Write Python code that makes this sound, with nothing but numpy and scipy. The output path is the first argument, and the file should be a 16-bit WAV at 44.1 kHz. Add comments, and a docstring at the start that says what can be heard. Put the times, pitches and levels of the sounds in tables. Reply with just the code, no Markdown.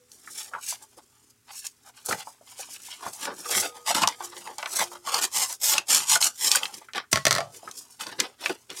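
"""A stiff paper bag rustles close to the microphone in a quiet, carpeted classroom.
As it is turned the paper slides, its creases crinkle and snap, and its panels buckle with dull pops.
Scissors cut in, each squeeze breaking a dense run of fibres, then drop and bounce on the table,
ringing wood and steel. The bag is lifted with a few sharp creases. Ventilation hums faintly behind."""
import sys
import numpy as np
from scipy import signal
from scipy.fft import rfft, irfft
from scipy.io import wavfile

SR = 44100
rng = np.random.default_rng(int(sys.argv[2]) if len(sys.argv) > 2 else 0)


def generate_wav(sig):
    """Save sig (samples, or channels by samples) to the path in sys.argv[1] as 16-bit PCM at SR."""
    pcm = np.round(np.clip(np.atleast_2d(sig).T, -1, 1) * 32767).astype(np.int16)
    wavfile.write(sys.argv[1], SR, pcm)


N = 388080
TIME = np.arange(N) / SR

# room tone: the air's spectrum and the ventilation's tones (frequency [Hz], level [dB])
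ROOM_AIR = [(15, -8), (25, 0), (93, 6), (188, -4), (253, 2.5), (421, -9.5), (482, -19), (895, -13),
            (1270, -6), (1660, -8), (3720, -12), (7700, -9.5), (15500, -16)]
VENT_HUM = [(118, -77.5), (240, -79), (415, -80)]
# hard surfaces near the microphone (delay [s], strength [ratio])
NEAR_ECHOES = [(.00085, 0.074), (.0021, -0.055), (.0034, .15), (0.0103, 0.2)]
# faint tones lingering after some contacts (time [s], frequency [Hz], level [dB], t60 [s])
RINGS = [(0.0, 495, -57, 0.41), (3.453, 481, -44, 2.8), (3.457, 1243, -47, 4.7), (4.207, 351, -48.5, 1.6),
         (4.791, 353, -47, 1.4), (7.391, 1296, -49, 0.48)]
# low thuds on the table, from the bag and once from the scissors (time [s], level [dB], centre [Hz])
LOW_THUDS = [(2.091, -41, 130), (2.122, -42.5, 150), (3.057, -48.5, 139), (3.56, -45.5, 160),
             (4.02, -38.5, 146), (4.797, -47, 150), (7.13, -34, 126)]

# scissors landing on the table (time [s], crack level [dB], thud level [dB])
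BOUNCES = [(7.129, -4, -6.5), (7.131, -4.5, -15), (7.158, -11, -10.5), (7.173, -18, -9.5), (7.253, -4, -8),
           (7.267, -6, -3.5), (7.27, -10, -8.5), (7.281, -13.5, -29), (7.3089, -5, -9.5), (7.315, -19, -21),
           (7.319, -18, -9.5), (7.327, -7.5, -19), (7.341, -24, -17), (7.351, -12, -14),
           (7.362, -18, -10.5), (7.374, -23, -19), (7.3831, -17, -12.5), (7.405, -25, -14.5)]
# the wooden table's thud with two high steel rings (frequency [Hz], level [dB], t60 [s])
LANDING_MODES = [(111.5, -31.5, 0.48), (140, -27.5, 0.36), (184.3, -33, 0.27), (425, -25.5, 0.085),
                 (560, -23, 0.056), (639, -11, 0.048), (1079, -23, 0.19), (1314, -11, 0.049),
                 (1813, -12.5, 0.047), (1910, -19.5, 0.13), (2150, -10, 0.018), (3380, -19, 0.011),
                 (4600, -22, 0.092), (5430, -37.5, 0.11)]
# the steel blades ringing (frequency [Hz], level [dB], t60 [s])
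BLADE_MODES = [(1101, -26.5, 0.17), (2070, -20, 0.049), (3270, -34, 0.08), (4150, -18, 0.043),
               (4700, -29.5, 0.043), (5850, -18, 0.038), (6130, -42, 0.027), (8500, -23, 0.031)]
# scissors rocking to rest (time [s], level [dB], centre [Hz], t60 [s])
SETTLING = (7.385, -27.5, 674, 0.26)

# spectra of the paper, heard close up (frequency [Hz], level [dB])
SLIDE = [(2500, -21), (4200, -8), (5500, -1), (7600, 0), (9500, -1), (12000, -6), (15500, -14.5)]
CRINKLE = [(1000, -17.5), (1650, 1.5), (2100, 4), (2600, 3.5), (3100, 4.5), (4300, 0), (5500, 0.5),
           (9000, -60)]
PANEL = [(300, -24), (450, -12), (640, -3), (850, 5), (1020, 1), (1220, -1.5), (1550, -4), (2400, -22)]
BILLOW = [(30, -16.5), (70, -17), (115, -7), (180, -2), (260, -1.5), (360, 6.5), (520, 5.5), (800, -25.5),
          (1500, -7.5)]
FIBRES = [(2500, -29), (4200, -6.5), (5500, 4), (7400, 7.5), (9500, 4), (12000, 2), (15500, -22.5)]
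SIZZLE = [(6000, -9), (9000, -5.5), (12000, 9.5), (14500, 4), (15800, -14.5)]
# panels buckling (time [s], level [dB], pitch [Hz])
POPS = [(.275, -30.5, 1425), (.536, -23, 1360), (.55, -23, 1300), (0.725, -32, 975), (2.088, -18, 746),
        (2.11, -21, 1290), (2.272, -28.5, 860), (2.411, -40, 655), (2.594, -29, 790), (2.688, -41, 734),
        (2.885, -36.5, 880), (3.064, -21, 934), (3.274, -29, 565), (3.457, -26, 1250), (3.906, -13, 927),
        (4.036, -8.5, 1053), (4.076, -11.5, 976), (4.206, -22, 947), (4.33, -32.5, 930), (4.583, -30, 870),
        (4.631, -21, 980), (4.662, -18.5, 1140), (4.815, -15.5, 860), (4.917, -29, 1020),
        (5.075, -22, 1170), (5.143, -22, 970), (6.156, -14, 1490), (6.162, -20.5, 680), (6.552, -14, 1484),
        (6.815, -37, 880), (6.886, -33, 1434), (6.98, -19.5, 1430), (7.038, -40.5, 1440), (7.631, -33, 694),
        (7.676, -27, 1320), (8.008, -30, 1330), (8.203, -30, 1090), (8.215, -37, 250), (8.496, -24, 796),
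        (8.504, -18, 430), (8.707, -41, 990)]
# creases and closing blades snapping (time [s], level [dB], centre [Hz])
SNAPS = [(.117, -30.5, 6350), (1.6667, -13, 7200), (2.0601, -14, 9500), (2.0867, -23, 5660),
         (2.1096, -18, 2010), (2.1263, -9, 1830), (3.133, -21.5, 7870), (3.2536, -15.5, 1920),
         (3.947, -14, 7060), (4.02, -11.5, 5300), (4.0345, -7.5, 2440), (4.0743, -1.5, 5150),
         (4.0866, -12.5, 6030), (4.367, -28.5, 3060), (4.4738, -22, 1910), (4.583, -18, 6300),
         (4.6279, -15.5, 2390), (4.659, -15.5, 2650), (4.839, -16.5, 5580), (5.143, -4, 4600),
         (5.526, -14.5, 7860), (5.251, -10, 7300), (5.7382, -9, 3400), (5.7806, -3, 2680),
         (5.7808, -7.5, 6300), (5.947, 0, 6700), (6.003, -14, 2300), (6.226, -3, 4200), (6.2424, -4, 7040),
         (6.446, -12, 5330), (6.5155, 3.5, 5500), (6.5565, 0, 8200), (6.6322, -13.5, 2980),
         (6.655, -12.5, 2840), (6.7413, -22.5, 5100), (6.9344, -20, 3030), (6.949, -18, 1700),
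         (6.958, -18, 3620), (6.98, -14, 2640), (7.7125, -22.5, 6160), (8.0083, -19, 3550),
         (8.0675, -18.5, 4300), (8.201, -1, 4970), (8.2015, -15.5, 6030), (8.2045, -7.5, 2360),
         (8.4598, -5, 2260), (8.495, -16, 2380), (8.7022, -19, 3570)]
# faint rustle of the held bag (time [s], level [dB])
HOLDING = [(0, -70), (.25, -51), (.8, -62.5), (1.05, -63.5), (1.2, -65), (1.4, -72), (1.85, -68),
           (2.4, -66.5), (2.7, -52.5), (3.7, -58.5), (4.5, -52.5), (5.0, -60), (6.3, -76), (6.8, -57),
           (7.05, -79), (7.7, -54), (8.35, -69.5), (8.8, -59.5)]
# offsets of that rustle's layers (slide [dB], crinkle [dB], panel [dB], billow [dB])
HOLDING_COLOUR = [-0.5, -9.5, -9.5, -13.5]
# pushes and turns of the bag
# (time [s], swell [s], fade [s], slide [dB], crinkle [dB], panel [dB], billow [dB])
STROKES = [ (.108, 0.016, 0.11, -53, -62, -62, -70), (0.271, 0.15, 0.077, -35, -47.5, -56.5, -68),
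           (.505, 0.072, 0.023, -70, -64.5, -37, -52), (0.607, 0.097, 0.074, -30, -39, -56.5, -65),
           (.79, 0.049, 0.018, -48.5, -68.5, -59, -66), (1.295, .008, 0.014, -54, -73, -86, -85),
           (0.964, 0.023, 0.032, -51.5, -56, -48.5, -51), (1.458, 0.056, 0.059, -50, -52.5, -53.5, -85),
           (1.48, 0.1, 0.15, -41, -57.5, -82, -84), (1.635, 0.019, 0.052, -33.5, -48, -60, -66),
           (1.841, 0.057, 0.012, -48.5, -48.5, -42, -72), (1.93, 0.047, 0.13, -52, -56, -61, -78),
           (2.048, 0.021, 0.034, -33, -81, -42, -65), (2.075, 0.018, 0.084, -30.5, -40.5, -31.5, -41.5),
           (2.102, 0.023, .035, -34, -37, -31, -38), (2.136, 0.073, 0.036, -40.5, -42, -46.5, -78),
           (2.24, 0.018, 0.12, -46, -56, -56, -73), (2.43, .08, 0.19, -48.5, -55, -59.5, -81),
           (2.558, 0.052, 0.064, -37.5, -42.5, -49.5, -79), (2.65, 0.11, 0.028, -40, -43, -59, -78),
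           (2.769, 0.094, 0.18, -42.5, -43, -60, -81), (2.988, 0.076, 0.07, -40.5, -45, -38, -47.5),
           (3.08, .075, 0.08, -41, -63.5, -74, -71), (3.168, 0.079, 0.039, -31.5, -39.5, -42, -48.5),
           (3.252, 0.042, 0.076, -59, -46.5, -36.5, -38), (3.331, 0.057, 0.17, -41, -51, -52, -57),
           (3.447, 0.13, 0.084, -21, -31, -33.5, -38.5), (3.58, 0.068, 0.069, -34, -36.5, -37.5, -41),
           (3.70, 0.084, 0.035, -49, -55.5, -53, -60), (4.068, 0.023, 0.066, -43, -38, -55, -51),
           (4.178, 0.066, 0.063, -38, -49.5, -45.5, -58), (4.31, 0.07, 0.15, -44, -46.5, -49.5, -51),
           (4.44, 0.076, 0.044, -56, -49.5, -41, -48), (4.573, 0.03, 0.16, -50, -42, -41, -63),
           (4.67, 0.14, 0.066, -25.5, -34.5, -33.5, -50), (4.884, 0.046, 0.082, -44.5, -52.5, -45, -55),
           (5.428, .095, 0.049, -31.5, -49, -45.5, -60), (6.586, 0.058, 0.087, -40, -41, -35.5, -50.5),
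           (6.717, 0.023, 0.095, -40.5, -42.5, -51, -48), (6.939, .026, 0.049, -44, -29, -28, -40),
           (7.113, .003, .04, -27, -43, -52, -49), (7.50, 0.067, 0.056, -43, -53, -62, -53),
           (7.62, 0.062, 0.043, -51.5, -53, -50, -49.5), (7.725, 0.059, 0.067, -42.5, -71, -69, -65.5),
           (7.896, 0.016, 0.068, -48, -69, -72, -83), (7.988, 0.026, 0.053, -36, -38, -42.5, -51),
           (8.041, 0.028, 0.21, -49, -44.5, -41, -50.5), (8.183, 0.013, 0.098, -39.5, -32.5, -34, -35.5),
           (8.388, 0.072, 0.12, -38, -39, -42.5, -45), (8.484, 0.019, 0.024, -48, -36.5, -35, -31),
           (8.688, 0.016, 0.085, -55, -38.5, -44, -44), (8.70, 0.09, 0.069, -38, -41, -52, -60)]
# squeezes of the blades
# (time [s], bite [s], length [s], hiss [dB], sizzle [dB], crunch [dB], panel [dB])
SQUEEZES = [ (3.85, 0.035, 0.061, -26.5, -38, -30.5, -34), (3.941, 0.008, 0.045, -27, -43, -29.5, -28),
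            (4.003, 0.018, 0.031, -28, -40, -29, -27), (5.037, 0.068, .06, -32, -41, -36, -37),
            (5.105, 0.019, 0.088, -30.5, -39, -33.5, -34), (5.202, 0.024, 0.042, -24.5, -34, -31.5, -36),
            (5.307, 0.058, 0.13, -24, -33, -34.5, -39), (5.603, 0.044, 0.13, -20.5, -24.5, -33, -41.5),
            (5.711, 0.0089, 0.074, -34, -47, -33.5, -36.5), (5.869, 0.043, 0.11, -19, -35, -29, -35.5),
            (5.973, 0.031, 0.06, -30.5, -51, -38.5, -42), (6.053, 0.07, 0.1, -18, -31, -28, -35.5),
            (6.199, 0.018, 0.071, -21, -35, -32.5, -37.5), (6.362, 0.18, 0.12, -16.5, -24.5, -27, -37),
            (6.504, 0.01, 0.069, -26, -35, -30.5, -39)]


def from_db(db):
    """Decibels to gain."""
    return 10 ** (np.asarray(db) / 20)


def unit_power(x):
    """Scale to unit power."""
    return x / np.sqrt(np.mean(x ** 2) + 1e-20)


def add(track, time, sound):
    """Mix a sound in at a time in seconds."""
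    start = max(int(time * SR), 0)
    track[start:start + len(sound)] += sound[:N - start]


def drift(rate_hz):
    """Smooth random wander with spread 1."""
    step, run_in = 20, 2000   # samples per point; points skipped
    pole = np.exp(-2 * np.pi * rate_hz * step / SR)
    noise = rng.standard_normal(N // step + run_in + 2)
    slow = signal.lfilter([1], [1, -2 * pole, pole * pole], noise)[run_in:]
    return np.interp(np.arange(N) / step, np.arange(len(slow)), unit_power(slow))


def coloured(x, spectrum, size=2048):
    """Minimum-phase filter through the points of a spectrum; the result has unit power."""
    hz, db = np.transpose(spectrum)
    octave = np.log2(np.maximum(np.arange(size // 2 + 1) * SR / size, 10))
    octaves_outside = np.maximum(np.log2(hz[0]) - octave, 0) + np.maximum(octave - np.log2(hz[-1]), 0)
    gain = from_db(np.interp(octave, np.log2(hz), db) - 20 * octaves_outside)
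    cepstrum = irfft(np.log(gain))
    causal = 2 * cepstrum[:size // 2] * (np.arange(size // 2) > 0)
    response = irfft(np.exp(rfft(causal, size)))
    return unit_power(signal.oaconvolve(x, response)[:N])


def resonance(x, hz, q):
    """Two-pole band-pass with gain 1 at its centre."""
    w = 2 * np.pi * min(hz, SR / 3) / SR
    damping = np.sin(w) / (2 * q)
    return signal.lfilter([damping, 0, -damping], [1 + damping, -2 * np.cos(w), 1 - damping], x)


def grains(per_s, spread_db, clump_db, clump_hz):
    """Tiny slips of uneven size that come in clumps; the power is the same at any density."""
    sizes = from_db(spread_db * np.minimum(rng.exponential(1, N), 4)) * rng.choice([-1, 1], N)
    slips = rng.random(N) < per_s / SR
    clumps = from_db(clump_db * np.clip(drift(clump_hz), -2, 2))
    return sizes * slips / np.sqrt(per_s) * clumps


def burst(hz, q, t60, tail_db, tail_t60, size=6000):
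    """A sudden release: a spike, a fast decay in a steep-sided resonance and a weaker shiver."""
    t = TIME[:size]
    flutter = rng.choice([-1., 1.], size)
    fade = from_db(-60 * t / t60) + from_db(tail_db - 60 * t / tail_t60)
    spike = .09 * np.exp(-t / .00018)
    dying, steady = resonance(resonance([flutter * (fade + spike), flutter], hz, q), hz, q)
    return dying / np.std(steady)


def room_tone():
    """Quiet air and a slightly unsteady ventilation hum, behind everything else."""
    hum = sum(from_db(db) * np.sqrt(2) * np.sin(2 * np.pi * hz * TIME + drift(.73))
              for hz, db in VENT_HUM)
    return hum + from_db(-67) * coloured(rng.standard_normal(N), ROOM_AIR)


def classroom(x, tail_db, t60, wall_hz, size=26000):
    """The direct sound reaches the microphone first, then dull close reflections and a weak tail."""
    t = TIME[:size]
    tail = rng.standard_normal(size) * from_db(-60 * t / t60) * (t > .012)
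    response = from_db(tail_db) * tail / np.linalg.norm(tail)
    for delay, strength in NEAR_ECHOES:
        response[int(delay * SR)] += strength
    response = signal.lfilter(*signal.butter(1, wall_hz, fs=SR), response)
    response[0] = 1   # direct path
    return signal.oaconvolve(x, response / np.linalg.norm(response))[:N]


def lingering_rings(size=45000):
    """Thin tones swell briefly, waver and die away."""
    out, t = np.zeros(N), TIME[:size]
    attack = 1 - np.exp(-t / .0052)
    taper = 1 - (t / t[-1]) ** 2
    for time, hz, db, t60 in RINGS:
        add(out, time, np.sin(2 * np.pi * hz * t) * from_db(db - 60 * t / t60) * attack * taper)
    return out * from_db(1.5 * drift(6))


def low_thuds():
    """Low thuds on the table, from the bag and once from the landing scissors."""
    out = np.zeros(N)
    for time, db, hz in LOW_THUDS:
        add(out, time, from_db(db) * burst(hz, q=1, t60=.19, tail_db=-5, tail_t60=.099, size=9000))
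    return out


def settling_handles():
    """The handles rattle out against the wood in a short, hollow drone."""
    out = np.zeros(N)
    time, db, hz, t60 = SETTLING
    add(out, time, from_db(db) * burst(hz, q=3.8, t60=t60, tail_db=-37, tail_t60=.27, size=14000))
    return out


def ringing_blades(size=6000):
    """Every bounce sets the same steel modes ringing, each with a new strength."""
    out, t = np.zeros(N), TIME[:size]
    hz, mode_db, t60 = np.transpose(BLADE_MODES)[:, :, None]
    modes = np.sin(2 * np.pi * hz * t) * from_db(mode_db - 60 * t / t60)
    for time, crack_db, _ in BOUNCES:
        strengths = from_db(crack_db + .83 * rng.standard_normal(len(hz))) * rng.choice([-1, 1], len(hz))
        add(out, time, strengths @ modes)
    return out


def dropped_scissors(size=14000):
    """Each bounce cracks on a new spot, so wood and steel modes vary in strength and a little in pitch."""
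    out, t = np.zeros(N), TIME[:size]
    hz, mode_db, t60 = np.transpose(LANDING_MODES)[:, :, None]
    for time, crack_db, thud_db in BOUNCES:
        detune = 1 + .025 * rng.standard_normal(hz.shape)
        modes = np.sin(2 * np.pi * hz * detune * t) * from_db(mode_db - 60 * t / t60)
        strengths = from_db(2 * rng.standard_normal(len(hz))) * rng.choice([-1, 1], len(hz))
        crack = burst(hz=4870, q=.66, t60=.011, tail_db=-25, tail_t60=.26, size=size)
        knock = burst(hz=1100, q=.35, t60=.02, tail_db=-20, tail_t60=.2, size=size)
        thud = strengths @ modes + from_db(-8.5) * knock
        add(out, time, from_db(crack_db - 4.5) * crack + from_db(thud_db - 3.5) * thud)
    return out


def flexing_walls(x, depth, paths=7):
    """Sound bounces inside the bag; as its walls bend, the paths change and the hollow colour shifts."""
    out, now = x.copy(), np.arange(N)
    dulled = signal.lfilter(*signal.butter(1, 9000, fs=SR), x)
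    for delay in np.geomspace(.0005, .004, paths):
        lag = delay * SR * (1 + .05 * drift(1))
        strength = depth / np.sqrt(paths) * np.clip(drift(5), -2, 2)
        out += strength * np.interp(now - lag, now, dulled)
    return out / np.sqrt(1 + depth ** 2 / 2)


def panel_pops(size=4000):
    """A panel flips over: a few cycles at its own pitch, then a shiver through the sheet."""
    out, t = np.zeros(N), TIME[:size]
    for time, db, hz in POPS:
        flip = np.sin(2 * np.pi * hz * t) * from_db(-60 * t / .022)
        shiver = from_db(-12) * burst(hz, q=1.16, t60=.082, tail_db=-11, tail_t60=.089, size=size)
        add(out, time, from_db(db) * resonance(flip + shiver, hz, q=1))
    return out


def snaps(t60=.019):
    """Creases give way and the blades click shut: one main resonance over a broad skirt."""
    out = np.zeros(N)
    for time, db, hz in SNAPS:
        core = burst(hz, q=4.9, t60=t60, tail_db=-22, tail_t60=.032)
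        skirt = burst(hz, q=.76, t60=t60, tail_db=-38, tail_t60=.07)
        add(out, time, from_db(db) * (from_db(-13.5) * core + from_db(-10) * skirt))
    return out


def stroke_gains(edge_db=23, swell_curve=1.82, fade_curve=1.36):
    """Each push swells and fades over the faint rustle of holding; one gain per layer of the handling."""
    holding_db = np.interp(TIME, *np.transpose(HOLDING))
    power = np.outer(from_db(HOLDING_COLOUR), from_db(holding_db)) ** 2
    for start, swell, fade, *levels_db in STROKES:
        span = slice(max(int((start - swell) * SR), 0), int((start + swell + 3 * fade) * SR))
        t = TIME[span] - start - swell   # zero at the crest
        flank = np.where(t < 0, np.abs(t / swell) ** swell_curve, np.abs(t / fade) ** fade_curve)
        power[:, span] += np.outer(from_db(levels_db), from_db(-edge_db * flank)) ** 2
    return np.sqrt(power)


def bag_handling():
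    """Paper slides with a fine hiss, crinkles, and shakes the bag's panels and the air inside."""
    slide, crinkle, panel, billow = stroke_gains()
    friction = grains(per_s=12000, spread_db=3, clump_db=3, clump_hz=47)
    friction += .35 * grains(per_s=70, spread_db=2.5, clump_db=1, clump_hz=10)
    # gentle bending gives lone crinkles, firm bending a dense run
    creases = grains(per_s=500 + 25000 * np.sqrt(crinkle), spread_db=2.5, clump_db=4.5, clump_hz=24.3)
    return (slide * coloured(friction, SLIDE) + crinkle * coloured(creases, CRINKLE)
            + panel * coloured(creases, PANEL) + billow * coloured(friction, BILLOW))


def squeeze_gains(bite_db=30, press_db=2.5, release_db_per_s=648, panel_db_per_s=498, size=16000):
    """The blades bite, press harder and close, and the sheet falls quiet; one gain per layer of the cut."""
    power = np.zeros((4, N))
    for start, bite, length, hiss_db, sizzle_db, crunch_db, panel_db in SQUEEZES:
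        t = TIME[:size] - bite
        biting = -bite_db * np.maximum(1 - t / bite, 0) ** 2
        pressing = press_db * (np.minimum(t / length, 1) - .5)
        closed_s = np.maximum(t - length, 0)
        release = release_db_per_s * closed_s
        levels = (hiss_db - release, sizzle_db - release, crunch_db + pressing - release,
                  panel_db + pressing - panel_db_per_s * closed_s)
        for track, db in zip(power, levels):
            add(track, start - bite, from_db(db + biting) ** 2)
    return np.sqrt(power)


def cutting():
    """Fibres break between the blades, now and then a whole bundle; the sheet radiates each break."""
    hiss, sizzle, crunch, panel = squeeze_gains()
    fibres = grains(per_s=4000, spread_db=2.6, clump_db=2.2, clump_hz=160)
    bundles = grains(per_s=170, spread_db=2, clump_db=1, clump_hz=40)
    breaks = fibres + .45 * bundles
    body = coloured(breaks, PANEL) + from_db(-9.5) * coloured(breaks, BILLOW)
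    return (hiss * coloured(breaks, FIBRES) + sizzle * coloured(breaks, SIZZLE)
            + crunch * coloured(breaks, CRINKLE) + panel * body)


def scene():
    """Bag and scissors at a classroom table, close to a single microphone."""
    paper = flexing_walls(bag_handling() + cutting(), depth=1.15)
    cracks = flexing_walls(snaps() + panel_pops(), depth=.55)
    impacts = low_thuds() + dropped_scissors() + ringing_blades() + settling_handles()
    direct = paper + cracks + impacts + lingering_rings()
    return (classroom(direct, tail_db=-16, t60=.12, wall_hz=3240) + room_tone())[None]


def record(dry, bass_hz=60, top_hz=16000, ceiling=.8):
    """The small microphone loses deep bass, the highest peaks are rounded and the top is cut."""
    thin = signal.sosfilt(signal.butter(2, bass_hz, "high", fs=SR, output="sos"), dry)
    rounded = ceiling * np.tanh(thin / ceiling)
    return signal.sosfilt(signal.ellip(10, .1, 80, top_hz, fs=SR, output="sos"), rounded)


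dry = scene()
out = record(dry)
generate_wav(out)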